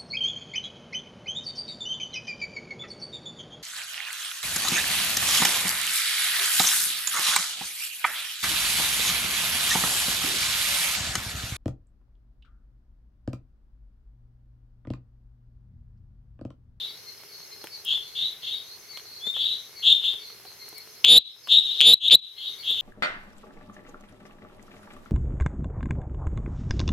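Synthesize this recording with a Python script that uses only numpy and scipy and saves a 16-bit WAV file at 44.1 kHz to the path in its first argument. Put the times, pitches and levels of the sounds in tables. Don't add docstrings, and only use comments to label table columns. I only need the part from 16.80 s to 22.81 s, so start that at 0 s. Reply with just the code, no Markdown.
import sys
import numpy as np
from scipy import signal
from scipy.fft import rfft, irfft
from scipy.io import wavfile
from scipy.ndimage import uniform_filter1d, minimum_filter1d

SR = 44100
rng = np.random.default_rng(int(sys.argv[2]) if len(sys.argv) > 2 else 0)


def master(y):
    cut = np.clip(np.atleast_2d(y).T, -1, 1)
    pcm = np.round(cut * 32767)
    wavfile.write(sys.argv[1], SR, pcm.astype(np.int16))


N = 265041
TIME = np.arange(N) / SR

# pitch_hz, relative level_db per Hz
HISS_SHAPE = [(30, -16), (60, -5), (120, 3), (260, -7), (400, 2.5), (600, -2.5), (1200, -2), (3000, -2.5),
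              (5500, -1.5), (7000, -7.5), (8600, -12), (10500, -2), (12500, 0), (15500, -13.5)]
HISS_DB = -51
# pitch_hz, likeness (0-1)
HISS_LIKENESS = [(60, 0.51), (150, 0.73), (380, 0.8), (950, 0.43), (2380, 0.72), (5980, 0.04),
                 (15000, 0.12)]
# centre_hz, width_hz, level_db, flutter_db (either way)
FAR_CHORUS = [(407, 73, -66, 7.5), (2133, 160, -66, 6.5), (4285, 345, -52, 10.5), (6253, 92, -63, 9.5),
              (5940, 600, -64.5, 10)]
# time_s, level_db
TRILL_LEVEL = [(0, -56.5), (1.08, -54), (1.22, -61), (3.8, -61), (4.7, -49), (6, -66)]
# start_s, level_db (tick and thud), struck_spot_hz, spray_db
DRIPS = [(0.841, -32, 407, -42), (0.871, -31.5, 1770, -51), (1.049, -59, 503, -38.5),
         (2.173, -24.5, 1580, -52), (2.197, -35, 1830, -59), (2.469, -29, 420, -65), (2.566, -31, 710, -66),
         (3.337, -37.5, 373, -55), (3.501, -38.5, 900, -64), (3.652, -38.5, 425, -52),
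         (3.888, -56, 409, -42), (3.927, -39.5, 434, -61), (3.981, -59, 415, -39), (4.673, -28.5, 969, -45),
         (5.908, -44.5, 455, -40.5)]
# low_hz, high_hz, decay_s, gain_db
DRIP_TICK = (2950, 3500, 0.00093, 1.4)
# low_hz, high_hz, decay_s, gain_db
DRIP_SPRAY = (8500, 14500, 0.0029, 2.5)
# pitch_hz, level_db (before echo), rise_hz_per_s, rattle_depth (0-1), peep_centres_s
FAR_PEEPERS = [(4487, -45, 600, .15, (.095, .515, .938, 1.365, 1.755, 2.112, 2.625, 2.975, 3.42, 3.975, 4.66, 5.81)),
               (4235, -42, 2600, .5, (.29, .73, 1.41, 1.69, 2.15, 2.47, 3.0, 3.82, 3.995, 5.59))]
RATTLE_HZ = 210
PEEP_SPREAD_DB, PEEP_SPREAD_HZ = 1.0, 5.4
# time_s, pitch_hz, level_db (before echo)
WHISTLE_PATH = [(2.401, 3250, -58), (2.429, 3453, -38), (2.477, 3577, -26.5), (2.502, 3672, -28.5),
                (2.534, 3590, -53)]
# first_pulse_s, last_pulse_s, level_db (with echo, before the sac), last_pulse_hz, voice
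NEIGHBOUR_NOTES = [(-.05, 0.033, -24.5, 3932, "even"), (1.045, 1.124, -13.5, 3490, "swelling"),
                   (1.348, 1.436, -18, 3950, "even"), (1.616, 1.721, -21.5, 3830, "even"),
                   (2.54, 2.649, -16.5, 3904, "even"), (2.636, 2.712, -19, 3964, "even"),
                   (3.022, 3.1237, -4.5, 3664, "swelling"), (3.207, 3.279, -12.5, 3612, "swelling"),
                   (4.682, 4.769, -0.5, 3816, "swelling"), (4.775, 4.783, -3, 3880, "even"),
                   (4.825, 4.909, -15.5, 3930, "even"), (4.898, 4.988, -21, 3780, "swelling"),
                   (5.199, 5.28, 1.5, 3824, "even"), (5.384, 5.45, -21, 3953, "even"),
                   (5.565, 5.666, -21, 3835, "even"), (5.823, 5.922, -14, 3622, "swelling"),
                   (5.950, 6.027, -17.5, 3820, "even")]
NEIGHBOUR_VOICES = {"even": (234, .85, .935, 4.6, 1.9), "swelling": (261, 0.89, 0.9863, 19, 1)}
NEAR_ECHO_DB, ECHO_RISE = -6.5, 0.73
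# first_pulse_s, last_pulse_s, pulses_per_s, level_db (before the sac),
# start_hz, end_hz, last_pulse_hz, swell_db
CLOSE_NOTES = [(4.2548, 4.3769, 246, 29.5, 3330, 3778, 3997, 11),
               (5.018, 5.1344, 240, 30, 3318, 3803, 3987, 8),
               (5.308, 5.3481, 244, 29, 3480, 3734, 4000, 20)]
# start_s, level_db (before the sac), length_s
CATCHES = [(4.2427, 4, 0.00046), (4.245, 7.5, 0.00065), (4.2482, 26.5, 0.0013), (5.005, 9, 0.00043),
           (5.012, 30.5, 0.00057), (5.2987, 7, 0.00065)]
CATCH_HZ = 3250
CUTOFF_HZ = 15750


def from_db(db):
    return 10 ** (np.asarray(db) / 20)


def rms_one(x):
    return x / np.sqrt(np.mean(x ** 2) + 1e-20)


def at_hz(points, hz):
    points_hz, values = np.array(points).T
    return np.interp(np.log(hz + 1), np.log(points_hz), values)


def band(x, low_hz, high_hz, order=2):
    edges = [low_hz, min(high_hz, SR / 2 - 1)]
    return signal.sosfilt(signal.butter(order, edges, "band", fs=SR, output="sos"), x + 1e-18)


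def drift(rate):
    knots = rng.uniform(-1, 1, 1000)
    return np.interp(TIME * rate, np.arange(len(knots)), knots)


def delayed(x, delay_s):
    return np.interp(TIME - delay_s, TIME, x)


def panned(x, pan_db):
    return x * from_db(np.array([[pan_db], [-pan_db]]) / 2)


def add(out, s, sound):
    at = round(s * SR)
    low, high = max(at, 0), min(at + sound.shape[-1], out.shape[-1])
    if high > low:
        out[..., low:high] += sound[..., low - at:high - at]


def stereo_pair(mid, side, alike):
    alike = np.clip(alike, 0, 1)
    return np.sqrt(1 + alike) * mid + np.sqrt(1 - alike) * side * [[1], [-1]]


def foliage(x, echo_db, t60=0.26, build_s=0.00093, alike=0.44):
    t = TIME[:SR * 3 // 4]
    scatter = stereo_pair(*rng.standard_normal((2, len(t))), alike)
    scatter = scatter * from_db(-60 * t / t60) * (1 - np.exp(-t / build_s))
    response = from_db(echo_db) * rms_one(scatter) / np.sqrt(len(t))
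    response[:, 0] += 1
    return signal.fftconvolve(x[None], response, axes=1)


def burst(low_hz, high_hz, decay_s, db, order=2):
    t = TIME[:SR // 20]
    noise = band(rng.standard_normal(len(t)), low_hz, high_hz, order)
    return from_db(db) * rms_one(noise) * np.exp(-t / decay_s)


def hiss():
    hz = np.arange(N // 2 + 1) * SR / N
    mid, side = rfft(rng.standard_normal((2, N)))
    spectrum = stereo_pair(mid, side, at_hz(HISS_LIKENESS, hz)) * from_db(at_hz(HISS_SHAPE, hz))
    return from_db(HISS_DB) * rms_one(irfft(spectrum, N))


def far_chorus():
    out = np.zeros((2, N))
    for centre, width, db, flutter_db in FAR_CHORUS:
        noise = rng.standard_normal(N) + 2.05 * rng.standard_normal((2, N))
        voices = band(noise, centre - width / 2, centre + width / 2)
        out += from_db(db + flutter_db * drift(22)) * rms_one(voices)
    return out


def patter(drops_per_s=25, level_db=-65):
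    drops = (rng.random(N) < drops_per_s / SR) * rng.standard_normal(N)
    dulled = band(drops, 320, 1760, order=1)
    return from_db(level_db) * rms_one(foliage(dulled, echo_db=-17, t60=0.16)[:, :N])


def insect():
    line = band(rng.standard_normal((2, N)), 5105, 5215)
    return from_db(np.interp(TIME, *np.transpose(TRILL_LEVEL))) * rms_one(line)


def drips(spread=1.24, thud_cycles=1.91, thud_db=-1):
    out = np.zeros((2, N))
    for s, db, hz, spray_db in DRIPS:
        thud = burst(hz / spread, hz * spread, thud_cycles / hz, thud_db, order=1)
        blow = thud + burst(*DRIP_TICK)
        drop = from_db(db) * blow + from_db(spray_db) * burst(*DRIP_SPRAY)
        add(out, s, foliage(drop, echo_db=-7.0, t60=0.073))
    return out


def peepers(width_s=0.024, lower_db=-14):
    out = np.zeros((2, N))
    t = TIME[:SR // 8] - 1 / 16
    for hz, db, rise, rattle, times in FAR_PEEPERS:
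        chance = rng.standard_normal((len(times), 2)) * [PEEP_SPREAD_DB, PEEP_SPREAD_HZ]
        shape = np.exp(-(t / width_s) ** 2) * (1 + rattle * np.sin(2 * np.pi * RATTLE_HZ * t))
        for s, (strong_db, sharp_hz) in zip(times, chance):
            phase = np.pi * t * (hz + sharp_hz + rise * t / 2)
            peep = shape * (np.sin(2 * phase) + from_db(lower_db) * np.sin(phase))
            add(out, s + t[0], from_db(db + strong_db) * foliage(peep, echo_db=0.5, t60=0.2))
    return panned(out, 5.0)


def voiced(phase, second_db=-27):
    return np.sin(phase) + from_db(second_db) * np.sin(2 * phase)


def whistler():
    s, hz, db = np.transpose(WHISTLE_PATH)
    level = np.interp(TIME, s, from_db(db), 0, 0)
    tone = level * voiced(2 * np.pi * np.cumsum(np.interp(TIME, s, hz)) / SR)
    return panned(foliage(tone, echo_db=0.5)[:, :N], 4.6)


def pulse(hz, length_s, turns=0, attack_s=0.00044, ring_s=0.002, ring_share=0.42,
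          scoop=0.057, scoop_s=0.0008):
    t = TIME[:SR // 70]
    attack = 1 - np.exp(-(t / attack_s) ** 2)
    shape = attack * (np.exp(-(t / length_s) ** 2) + ring_share * np.exp(-t / ring_s))
    scooped_t = t - scoop * scoop_s * (1 - np.exp(-t / scoop_s))
    return shape * voiced(2 * np.pi * (turns + hz * scooped_t))


def last_pulse(hz, length_s=0.0078, attack_s=0.00069, scoop=0.054, scoop_s=0.0024):
    t = TIME[:SR // 50]
    shape = (1 - np.exp(-(t / attack_s) ** 2)) * np.exp(-(t / length_s) ** 6)
    return shape * voiced(2 * np.pi * np.cumsum(hz * (1 - scoop * np.exp(-t / scoop_s))) / SR)


def note(span, per_s, start_hz, end_hz, last_hz, swell_db, last_db, full_at, fade_s,
         short_s=0.0015, long_s=0.0016, bend=0.53, slip=0.12, wander_hz=55):
    out = np.zeros(SR // 5)
    count = max(round(span * per_s), 1)
    chance = rng.standard_normal((60, 4)) * [.00004, .9, 1, 1]
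    turns = 0
    for k in range(count):
        along = k / count
        early_s, strong_db, slipped, off_pitch = chance[k]
        swell = from_db(-swell_db * max(1 - along / full_at, 0) + strong_db)
        level = swell * min((k + 1) / (per_s * fade_s), 1)
        hz = start_hz + (end_hz - start_hz) * along ** bend
        phase = turns + hz * early_s + slip * slipped
        length_s = short_s + (long_s - short_s) * along
        add(out, along * span + early_s, level * pulse(hz + wander_hz * off_pitch, length_s, phase))
        turns += hz * span / count
    add(out, span, from_db(last_db) * last_pulse(last_hz))
    return out


def vocal_sac(x, low_hz, high_hz):
    return band(x, low_hz, high_hz, order=5)


def neighbours(leak_db=-4, pan_db=4.0):
    out = np.zeros((2, N))
    for first, last, db, hz, voice in NEIGHBOUR_NOTES:
        per_s, start_share, end_share, swell_db, last_db = NEIGHBOUR_VOICES[voice]
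        echo_db = NEAR_ECHO_DB - ECHO_RISE * db
        direct = from_db(db) / np.hypot(1, from_db(echo_db))
        call = direct * note(last - first, per_s, start_share * hz, end_share * hz, hz,
                             swell_db, last_db, full_at=0.48, fade_s=0.011)
        leak = from_db(leak_db) * band(call, 5050, 7070, order=3)
        call = vocal_sac(call, low_hz=2680, high_hz=4280) + leak
        add(out, first, foliage(call, echo_db, t60=0.34, alike=0.69))
    return panned(out, pan_db)


def close_frog(lag_s=.00002, waver_db=5.5, leak_db=-9):
    out = np.zeros(N)
    for first, last, per_s, db, *voice in CLOSE_NOTES:
        call = note(last - first, per_s, *voice, last_db=0.5, full_at=0.47, fade_s=.001)
        add(out, first, from_db(db) * call)
    for s, db, length_s in CATCHES:
        add(out, s, from_db(db) * pulse(CATCH_HZ, length_s))
    leak = from_db(leak_db) * band(out, 5760, 7100)
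    out = vocal_sac(out, low_hz=2170, high_hz=5020) + leak
    wavering = out * from_db(waver_db * drift(40))
    left, right = foliage(wavering, echo_db=-25.0, t60=0.23)[:, :N]
    return panned(np.array([left, delayed(right, lag_s)]), 3.9)


def scene():
    night = hiss() + far_chorus() + patter()
    return night + insect() + drips() + peepers() + whistler() + neighbours() + close_frog()


def capsules(dry, overload_db=27, left_lopsided=0.11, right_lopsided=0.3, left_buzz_db=4, right_buzz_db=9,
             rasp_db=-31, grit_db=-40, rumble_db=-35, waver_db=4, sizzle_db=-10, rumble_lag_s=0.0058):
    top = from_db(overload_db)
    bent = np.tanh(dry / top)
    waver = from_db(waver_db * np.array([drift(44), drift(60)]))
    squared = bent ** 2 * [[left_lopsided], [right_lopsided]] * waver
    sizzle = from_db(sizzle_db) * band(bent ** 4, 12000, 16000)
    overtone = band(squared, 3500, 10000, order=1) + sizzle
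    left, right = band(squared, 428, 678, order=1)
    right = band(right, 900, 5100, order=1)
    buzz = np.array([from_db(left_buzz_db) * left, from_db(right_buzz_db) * right])
    strain = np.sqrt(np.maximum(uniform_filter1d(bent ** 2, SR // 400), 0))
    rasp_noise = rms_one(band(rng.standard_normal((2, N)), 4200, 13000))
    rasp = from_db(rasp_db + waver_db * drift(78)) * rasp_noise
    grit = from_db(grit_db) * rms_one(band(rng.standard_normal((2, N)), 460, 3600, order=1))
    rumble_noise = rms_one(band(rng.standard_normal(N), 21, 210, order=1))
    rumble = from_db(rumble_db + waver_db * drift(30)) * rumble_noise
    r = np.exp(-1 / (rumble_lag_s * SR))
    load = signal.lfilter([1 - r], [1, -r], strain)
    return top * (bent + overtone + buzz + strain * (rasp + grit) + load * rumble)


def gain_control(x, limit, attack_s, hold_s, recover_per_s, ahead_s=0.00021):
    hold, ahead = max(int(hold_s * SR / 2), 1), int(ahead_s * SR)
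    wanted = limit / np.maximum(np.abs(x).max(axis=0), limit)
    held = minimum_filter1d(wanted, 2 * hold + 1, origin=hold)
    climb = recover_per_s * TIME
    gain = np.minimum.accumulate(held - climb) + climb
    r = np.exp(-1 / (attack_s * SR))
    smooth = np.exp(signal.lfilter([1 - r], [1, -r], np.log(gain)))
    return x * np.pad(smooth[ahead:], (0, ahead), "edge")


def record(dry):
    levelled = gain_control(capsules(dry), limit=0.71, attack_s=0.0053, hold_s=0.057, recover_per_s=2.8)
    limited = gain_control(levelled, limit=1.0, attack_s=.0001, hold_s=0.0018, recover_per_s=420,
                           ahead_s=0.0001)
    top_cut = signal.ellip(10, .1, 80, CUTOFF_HZ, fs=SR, output="sos")
    return signal.sosfilt(top_cut, np.clip(limited, -1, 1))


dry = scene()
out = record(dry)
master(out)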